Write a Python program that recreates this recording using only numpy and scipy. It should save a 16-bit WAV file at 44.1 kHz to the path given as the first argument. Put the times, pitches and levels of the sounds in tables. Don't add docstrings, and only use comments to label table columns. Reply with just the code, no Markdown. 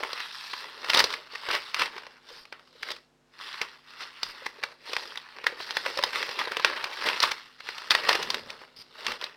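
import sys
import numpy as np
from scipy import signal
from scipy.fft import rfft, irfft, next_fast_len
from scipy.io import wavfile
from scipy.ndimage import uniform_filter1d, map_coordinates

SR = 44100
rng = np.random.default_rng(int(sys.argv[2]) if len(sys.argv) > 2 else 0)


def waveform_to_disk(signal):
    frames = np.transpose(np.atleast_2d(signal))
    scaled = np.clip(frames, -1, 1) * 32767
    samples = np.round(scaled).astype(np.int16)
    wavfile.write(sys.argv[1], SR, samples)


N = 412776


def amp(db):
    return 10 ** (np.asarray(db) / 20)


def unit(x):
    return x / np.sqrt(np.mean(x ** 2) + 1e-20)


def along(points, hz):
    f, v = np.transpose(points)
    return np.interp(np.log(hz + 1), np.log(f), v)


def wobble(rate):
    knots = rng.standard_normal(int(N * rate / SR) + 4)
    return map_coordinates(knots, [np.arange(N) * rate / SR])


def colour(x, *spectra, size=2048):
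    hz = np.fft.rfftfreq(size, 1 / SR)
    gain_db = sum(along(points, hz) for points in spectra)
    cepstrum = irfft(np.log(amp(gain_db)))
    cepstrum[1:size // 2] *= 2
    cepstrum[size // 2 + 1:] = 0
    response = irfft(np.exp(rfft(cepstrum)))
    return signal.fftconvolve(x, response)[:len(x)]


def shiver(t60, size=1024):
    ring = rng.standard_normal(size) * amp(-60 * np.arange(size) / SR / t60)
    return ring / np.linalg.norm(ring)


def crackle(rate, spread_db, t60, count=24):
    out = np.zeros(N)
    for _ in range(count):
        struck = np.flatnonzero(rng.random(N) < rate / count / SR)
        sizes = amp(spread_db * np.clip(rng.standard_normal(len(struck)), -2, 2))
        jolts = np.zeros(N)
        jolts[struck] = sizes / np.sqrt(rate[struck])
        out += signal.oaconvolve(jolts, shiver(t60))[:N]
    return unit(out)


def patchy(x, depth_db, drift_db):
    z = signal.stft(x, nperseg=256)[2]

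    def field(frames):
        across = uniform_filter1d(rng.standard_normal(z.shape), size=5, axis=0)
        return unit(uniform_filter1d(across, size=frames, axis=1))

    tint_db = depth_db * field(6) + drift_db * field(60)
    return unit(signal.istft(z * amp(tint_db), nperseg=256)[1][:N])


def back_face(x, delay_s=0.001278, drift=0.076, strength=0.16):
    lag = delay_s * SR * np.exp(drift * wobble(3))
    return unit(x - strength * map_coordinates(x, [np.arange(N) - lag]))


def gesture(start, end, attack, release, t):
    before = np.maximum(start - t, 0) / attack
    after = np.maximum(t - end, 0) / release
    return amp(-20 * (before + after))


# start t/s, end t/s, release t/s, rustle level/dB, flexing re rustle level/dB, crisp edge re rustle level/dB
LEAF_DRAGS = [(0.0, 0.27, 0.13, -42.5, -16.5, -3.5), (0.33, 0.626, 0.31, -46, -27.5, 1.0),
              (0.991, 1.141, 0.17, -41.5, -8.5, -3), (1.375, 1.694, 0.12, -46.5, -27, -2),
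              (1.934, 2, 0.28, -49, -10.5, -6.0), (2.293, 2.366, 0.16, -53.5, -9.5, 1.5),
              (2.6, 2.848, 0.2, -68.5, -2.5, 2), (3.419, 3.574, 0.26, -43.5, -18.5, -4),
              (3.885, 4.245, 0.22, -53.5, -21, -4.0), (4.23, 4.48, 0.17, -47.5, -13.5, -5),
              (4.586, 4.729, 0.073, -52, -5.5, -5.0), (4.885, 5.06, 0.2, -44.5, -7.5, -0.5),
              (5.153, 5.58, 0.15, -52, -31, -9.5), (5.608, 6.33, 0.17, -43.5, -11, -1.5),
              (6.393, 6.853, 0.16, -39.5, -10, -8.5), (6.929, 7.176, 0.41, -41, -24, -3.5),
              (7.661, 7.9, 0.22, -46, -16, -3), (7.922, 8.36, 0.14, -43, -3.5, -3.5),
              (8.45, 8.62, 0.19, -54, -6.5, -3.5), (8.77, 8.97, 0.18, -64.5, -8, 0),
              (9.001, 9.148, 0.11, -46.5, -9.0, -1.5)]
# peak t/s, attack t/s, release t/s, rustle level/dB, flexing re rustle level/dB, crisp edge re rustle level/dB
CRUMPLE_SWELLS = [(0.01, 0.11, 0.097, -40.5, 2.5, -4.5), (0.23, 0.29, 0.15, -43, -20.5, -1.5),
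                  (0.64, 0.15, 0.24, -43, -6.5, -15), (0.98, 0.13, 0.09, -21.0, -9, -3.5),
                  (1.35, 0.07, 0.067, -38.5, -15, -5), (1.551, 0.12, 0.08, -26.5, -12, -9),
                  (1.82, 0.1, 0.07, -25.5, -12, -6.0), (2.535, 0.01, 0.098, -47, -14.5, -19.0),
                  (2.889, 0.12, 0.1, -40.5, -7.5, -0.5), (3.619, 0.017, 0.062, -34.5, -11, -7.5),
                  (4.019, 0.081, 0.089, -39, -13.5, -3), (4.645, 0.01, 0.052, -49, -9, -2),
                  (5.38, 0.06, 0.18, -49.5, -4, -20), (5.475, 0.01, 0.13, -36.5, -6.5, -11.0),
                  (5.881, 0.041, 0.12, -36, -6, -3), (6.05, 0.06, 0.15, -37.5, -6.5, -11),
                  (6.148, 0.044, 0.25, -32, -9, -4), (6.409, 0.07, 0.09, -30.5, -9, -5.5),
                  (6.653, 0.01, 0.13, -29, -9, -11), (6.76, 0.06, 0.1, -41.5, -1.5, -4),
                  (7.06, 0.083, 0.2, -27, -10.5, -6.5), (7.232, 0.04, 0.11, -22.5, -14, -4.5),
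                  (7.922, 0.012, 0.25, -30.5, -11, -6.0), (8.11, 0.12, 0.16, -24.0, -9.5, -7),
                  (8.31, 0.06, 0.12, -40.0, -8, -6.0), (8.5, 0.06, 0.12, -44.5, -12, -3),
                  (9.09, 0.076, 0.09, -31, -5.5, -5.5), (9.228, 0.036, 0.13, -38.5, -9.5, -6.5)]


def handling(step=64, drag_attack_s=0.083, swell_trim_db=-1.5):
    t = np.arange(0, N, step) / SR
    moves = []
    for start, end, release, *levels in LEAF_DRAGS:
        moves.append((gesture(start, end, drag_attack_s, release, t), *levels))
    for s, attack, release, *levels in CRUMPLE_SWELLS:
        moves.append((amp(swell_trim_db) * gesture(s, s, attack, release, t), *levels))
    power = 0
    for shape, db, flex_db, edge_db in moves:
        power = power + np.outer(amp([db, db + flex_db, db + edge_db]), shape) ** 2
    return [np.interp(np.arange(N) / SR, t, np.sqrt(layer)) for layer in power]


# f/Hz, relative level/dB
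FLEX_COLOUR = [(25, -20), (120, -23.5), (200, -14.5), (300, -8), (410, 2.5), (610, 3.5), (700, -5),
               (900, 0.5), (3000, -82)]
# f/Hz, relative level/dB
CRINKLE_COLOUR = [(100, -27.5), (400, -34), (690, -11.5), (880, 1), (1150, 1), (1500, 2), (1950, 3),
                  (2450, -2.5), (2700, 0.5), (3300, -11.5), (4200, -11.5), (6000, -41)]
# f/Hz, relative level/dB
EDGE_COLOUR = [(1500, -60.5), (2700, -8.5), (3600, 3), (4900, 5.5), (5700, -1.5), (6350, -15), (7000, -18),
               (8700, -16.5), (10500, -24), (12700, -22.5), (15800, -30.5)]


def rustle(catch_db=0.5, stems_db=-9.5, full_effort_db=-21):
    rustle_gain, flex_gain, edge_gain = handling()
    effort = np.minimum(rustle_gain / amp(full_effort_db), 1)
    creases = crackle(100 + 380 * effort, spread_db=3.5, t60=0.027)
    leaves = crackle(1800 + 2500 * effort, spread_db=0.5, t60=0.0055)
    stems = crackle(np.full(N, 30.), spread_db=2.2, t60=0.012, count=12)
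    flex_db = 20 * np.log10(flex_gain / rustle_gain)
    papery = np.clip(0.37 + 0.023 * flex_db + .5 * np.sqrt(effort), .05, .9)
    uneven = amp(catch_db * wobble(16) + 0.58 * wobble(45))
    jolts = np.sqrt(papery) * creases + np.sqrt(1 - papery) * leaves + amp(stems_db) * stems
    grain = back_face(patchy(jolts * uneven, depth_db=1.8, drift_db=0.88))
    flex = flex_gain * unit(colour(grain, FLEX_COLOUR) * amp(1.3 * wobble(25)))
    crinkle = amp(0.3) * rustle_gain * unit(colour(grain, CRINKLE_COLOUR))
    edge = amp(0.7) * edge_gain * unit(colour(grain, EDGE_COLOUR))
    return flex + crinkle + edge


# f/Hz, relative level/dB
AIR_COLOUR = [(25, -26), (50, -17.5), (80, -16.5), (130, -10.5), (280, -8.5), (400, -10), (700, -9.5),
              (4750, -23), (7000, -26.5), (15500, -42)]
# f/Hz, rms level/dB
HUM_PARTIALS = [(50, -83.5), (151, -78), (252, -75), (351, -78.5), (452, -78.5)]


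def still_room(air_db=-68.5):
    t = np.arange(N) / SR
    hum = np.zeros(N)
    for hz, db in HUM_PARTIALS:
        hum += amp(db) * np.sqrt(2) * np.sin(2 * np.pi * (hz * t + rng.random()))
    return hum + amp(air_db) * unit(colour(rng.standard_normal(N), AIR_COLOUR))


# f/Hz, time to fall 60 dB t/s
ROOM_DECAY = [(200, 0.52), (1500, 0.15), (5000, 0.22), (14000, 0.17)]


def room(x, count=3, predelay_s=.007):
    out = np.zeros(N)
    turn = np.arange(N) // (SR // 4) % count
    for k in range(count):
        hz, t, z = signal.stft(rng.standard_normal(SR // 2), SR, nperseg=256)
        decay = amp(-60 * t / along(ROOM_DECAY, hz)[:, None])
        tail = signal.istft(z * decay, SR, nperseg=256)[1]
        tail = np.pad(tail / np.linalg.norm(tail), (int(predelay_s * SR), 0))
        out += signal.oaconvolve(x * (turn == k), tail)[:N]
    return out


# f/Hz, relative level/dB
SNAP_COLOUR = [(30, -26.5), (220, -25.5), (480, -6), (700, -7), (1000, 1.5), (1450, -2.5), (1950, -0.5),
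               (3000, -3.5), (5000, -2.5), (6100, -12.5), (7000, -24.5), (8700, -21.5), (10500, -28),
               (15800, -29.5)]
# t/s, level/dB, facet f/Hz, extra body level/dB,
# lead-in crunch re snap level/dB (before a common crunch trim)
CREASE_SNAPS = [(.035, -25, 1130, 4, -8), (.1312, -29.5, 4060, 6, -30), (0.2034, -30, 1730, -9, -10),
                (0.5367, -30, 1330, -3, -0.5), (0.8452, -31.5, 1490, 1.5, -4.5),
                (0.9012, -18.5, 2690, -1, -2), (.934, -20, 2100, -3, -26), (.9473, -16, 3370, 6.5, -3),
                (.9741, -17.5, 4270, 12, -2), (0.9953, -16.5, 4470, 0, 2), (1.004, -17, 3000, -3, 0),
                (1.0414, -18, 4400, 11, -30), (1.1041, -31.5, 2900, -5, -24.5), (1.1272, -31, 3260, 1, -8),
                (1.1392, -26.5, 2060, 0.5, -6), (1.355, -31, 2230, -3, -20), (1.4874, -27.5, 1610, 8, -27),
                (1.513, -26, 2500, -30, -18), (1.5506, -23, 2100, -12, -7.5),
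                (1.7445, -22.5, 2480, -10, -23), (1.7985, -29.5, 1820, -11, 8),
                (1.82, -23, 2230, -10.5, -9), (1.859, -31.5, 3200, 9, -11), (1.965, -39, 2100, 1, -9),
                (1.9809, -36, 1760, -5, -3), (2.067, -40, 1980, 12.5, -30), (2.4536, -45.5, 2650, 3, -30),
                (2.5252, -35, 1600, 6, -19), (2.5952, -50, 1400, -2, -4), (2.8311, -29, 1700, -18, -6),
                (2.9053, -31, 3400, 11, -25.5), (2.9185, -33, 3830, -2, 1.5), (2.965, -43.5, 3400, 4, -6),
                (3.6153, -22.5, 2400, 6, -28), (4.2316, -22.5, 4820, -1, -37),
                (4.4647, -26.5, 2030, 1, -4.5), (4.6292, -35, 1730, 8, -30),
                (4.6364, -22.5, 1620, -0.5, -20), (4.9331, -26.5, 2650, 2, -13),
                (4.9658, -22, 2050, 5, -35), (5.157, -35.5, 2100, -6, -19), (5.1743, -30, 3130, -4, -17),
                (5.3857, -39, 1290, 3, -28), (5.4418, -31.5, 1190, 4, -11), (5.467, -15.5, 1870, -2.5, -20),
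                (5.6027, -33.5, 1220, 15, -10), (5.7077, -28, 3340, 8, -18), (5.7693, -20, 2050, 2, -11),
                (5.8637, -27, 1130, 0.5, 3), (5.9743, -27.5, 3600, 6, -13), (5.99, -24.5, 1280, 6, -3),
                (6.027, -29, 3000, 0, -20), (6.0375, -16.5, 3700, 7, -33), (6.1314, -30, 1700, -1, -13),
                (6.228, -25, 1770, -16, -28), (6.2917, -31.5, 2190, 13, -4), (6.3907, -26, 2380, -1, -10),
                (6.4733, -30.5, 1000, 17, -30), (6.52, -28, 1400, 7, -3), (6.569, -22.5, 2750, 11, -25),
                (6.597, -27, 1200, 2, -32), (6.6467, -12, 1600, 0, -28), (6.8419, -24.5, 2850, 7, -30),
                (6.9304, -39, 3200, -2, -8), (7.063, -29, 1910, -0.5, 1), (7.0876, -21, 2830, 0, -26),
                (7.0987, -29, 1300, -6, -10.5), (7.2027, -20.5, 5200, 3, -29),
                (7.2303, -18, 4460, -1, -0.5), (7.237, -17.5, 1140, 1.5, -11), (7.3173, -24, 2360, 1.5, -2),
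                (7.6056, -38.5, 1930, -3.5, -4), (7.689, -28, 1600, 0, -15), (7.782, -33.5, 3000, 0, -8),
                (7.907, -13.5, 3830, 7, -15), (7.918, -20.5, 1920, -6, 4), (7.95, -15, 1840, 0, -20.5),
                (8.092, -14, 2500, -1, -3.5), (8.1293, -20, 2500, -10, -30),
                (8.1532, -21.5, 2940, 14.5, -26), (8.2304, -28.5, 4070, 3, 1),
                (8.3031, -21, 3750, -14, -24), (8.3443, -23.5, 2560, -3, -30),
                (8.5034, -33.5, 2960, 6, -12), (8.6155, -45, 1100, 15, -5), (9.0661, -23, 2730, -3, -29),
                (9.1198, -29, 2400, -3, -4), (9.2137, -34, 2880, -12, -23), (9.2411, -27.5, 4020, 6, -18)]


def snaps(facet_db=5.5, ring_db=4.5, t60=0.024, lead_s=.0055, crunch_trim_db=-2.5, size=2048):
    edge_db_per_octave, neutral_facet_hz = 6, 2500
    edge_db_per_db, neutral_snap_db = 0.1, -24.5
    out = np.zeros(N + size)
    lead = int(lead_s * SR)
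    for s, db, hz, body_db, lead_db in CREASE_SNAPS:
        start = int(s * SR)
        push = np.hanning(int(SR / hz / np.pi) + 2)
        pop = amp(ring_db) * shiver(t60, size=size)
        pop[:len(push)] = push / push.sum()
        edge_db = edge_db_per_octave * np.log2(hz / neutral_facet_hz)
        edge_db += edge_db_per_db * (db - neutral_snap_db)
        tint = [(500, body_db), (1100, 0.0052), (2600, 0.0038), (4300, edge_db)]
        facet = [(hz / np.sqrt(2), 0), (hz, facet_db), (hz * np.sqrt(2), 0)]
        snap = colour(pop, SNAP_COLOUR, tint, facet)
        out[start:][:size] += amp(db) * snap / np.linalg.norm(snap) * np.sqrt(0.0056 * SR)
        crunch = colour(rng.standard_normal(lead), SNAP_COLOUR, tint) * np.linspace(.3, 1, lead)
        out[start - lead:][:lead] += amp(db + lead_db + crunch_trim_db) * unit(crunch)
    return out[:N]


# f/Hz, relative level/dB
BILLOW_COLOUR = [(25, -5), (60, -5), (150, 2.5), (240, 6.5), (400, -11), (1000, -63)]
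# middle t/s, length t/s, level/dB (before a common trim)
SHEET_BILLOWS = [(0.903, 0.027, -50), (1, 0.054, -49), (1.84, 0.035, -62), (4.235, 0.0082, -47),
                 (5.767, .02, -63), (6.042, 0.023, -53), (7.924, 0.028, -52), (8.145, 0.041, -72),
                 (8.33, 0.27, -51.5), (9.102, 0.066, -51.5)]


def billows(trim_db=-4.5):
    t = np.arange(N) / SR
    swell = np.zeros(N)
    for s, length, db in SHEET_BILLOWS:
        swell += amp(db + trim_db) * np.exp(-2 * ((t - s) / length) ** 2)
    return swell * unit(colour(rng.standard_normal(N), BILLOW_COLOUR))


# t/s, level/dB (before a common trim), f/Hz
HAND_PATS = [(1.333, -38, 470), (1.489, -32, 500), (1.961, -32.5, 402), (2.312, -36.5, 492),
             (2.752, -42, 493), (4.42, -34.5, 523), (4.585, -37, 434), (5.524, -27, 492), (5.861, -21, 533),
             (5.971, -21.5, 535), (5.99, -17, 567), (6.037, -37, 545), (6.066, -28, 506.5),
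             (6.374, -33, 380), (6.511, -30, 430), (8.087, -24, 467), (8.19, -26, 420), (8.369, -28.5, 440)]


def pats(t60=0.045, attack=0.0016, trim_db=-2.0):
    out = np.zeros(N + SR)
    t = np.arange(SR // 8) / SR
    onset = 1 - np.exp(-t / attack)
    for s, db, hz in HAND_PATS:
        decay = amp(db + trim_db - 60 * t / t60)
        out[int(s * SR):][:len(t)] += decay * onset * np.sin(2 * np.pi * hz * t)
    return out[:N]


# f/Hz, relative level/dB
SLIDE_COLOUR = [(1000, -19), (4000, -11.5), (4500, -5.5), (5100, 1.5), (5800, -16), (6200, -29),
                (7900, -34), (8900, -18), (10000, -35), (11800, -34), (12800, -22), (13700, -39)]
# start t/s, end t/s, level/dB
PAPER_SLIDES = [(2.316, 2.443, -54.5), (4.243, 4.329, -46.5), (8.759, 8.832, -47)]


def slides(rise_s=0.0077):
    t = np.arange(N) / SR
    stroke = np.zeros(N)
    for start, end, db in PAPER_SLIDES:
        stroke += amp(db) * np.clip(np.minimum(t - start, end - t) / rise_s, 0, 1)
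    slips = crackle(np.full(N, 1500.), spread_db=-2.5, t60=0.0048, count=8)
    return stroke * unit(colour(slips, SLIDE_COLOUR))


def scene():
    paper = rustle() + snaps() + billows() + pats() + slides()
    return (paper + amp(-14.5) * room(paper) + still_room())[None]


def record(dry, top=.92, order=6, band_limit_hz=16000):
    rounded = dry / (1 + np.abs(dry / top) ** order) ** (1 / order)
    size = next_fast_len(N + SR // 2)
    kept = np.fft.rfftfreq(size, 1 / SR) < band_limit_hz
    return irfft(rfft(rounded, size) * kept, size)[:, :N]


dry = scene()
out = record(dry)
waveform_to_disk(out)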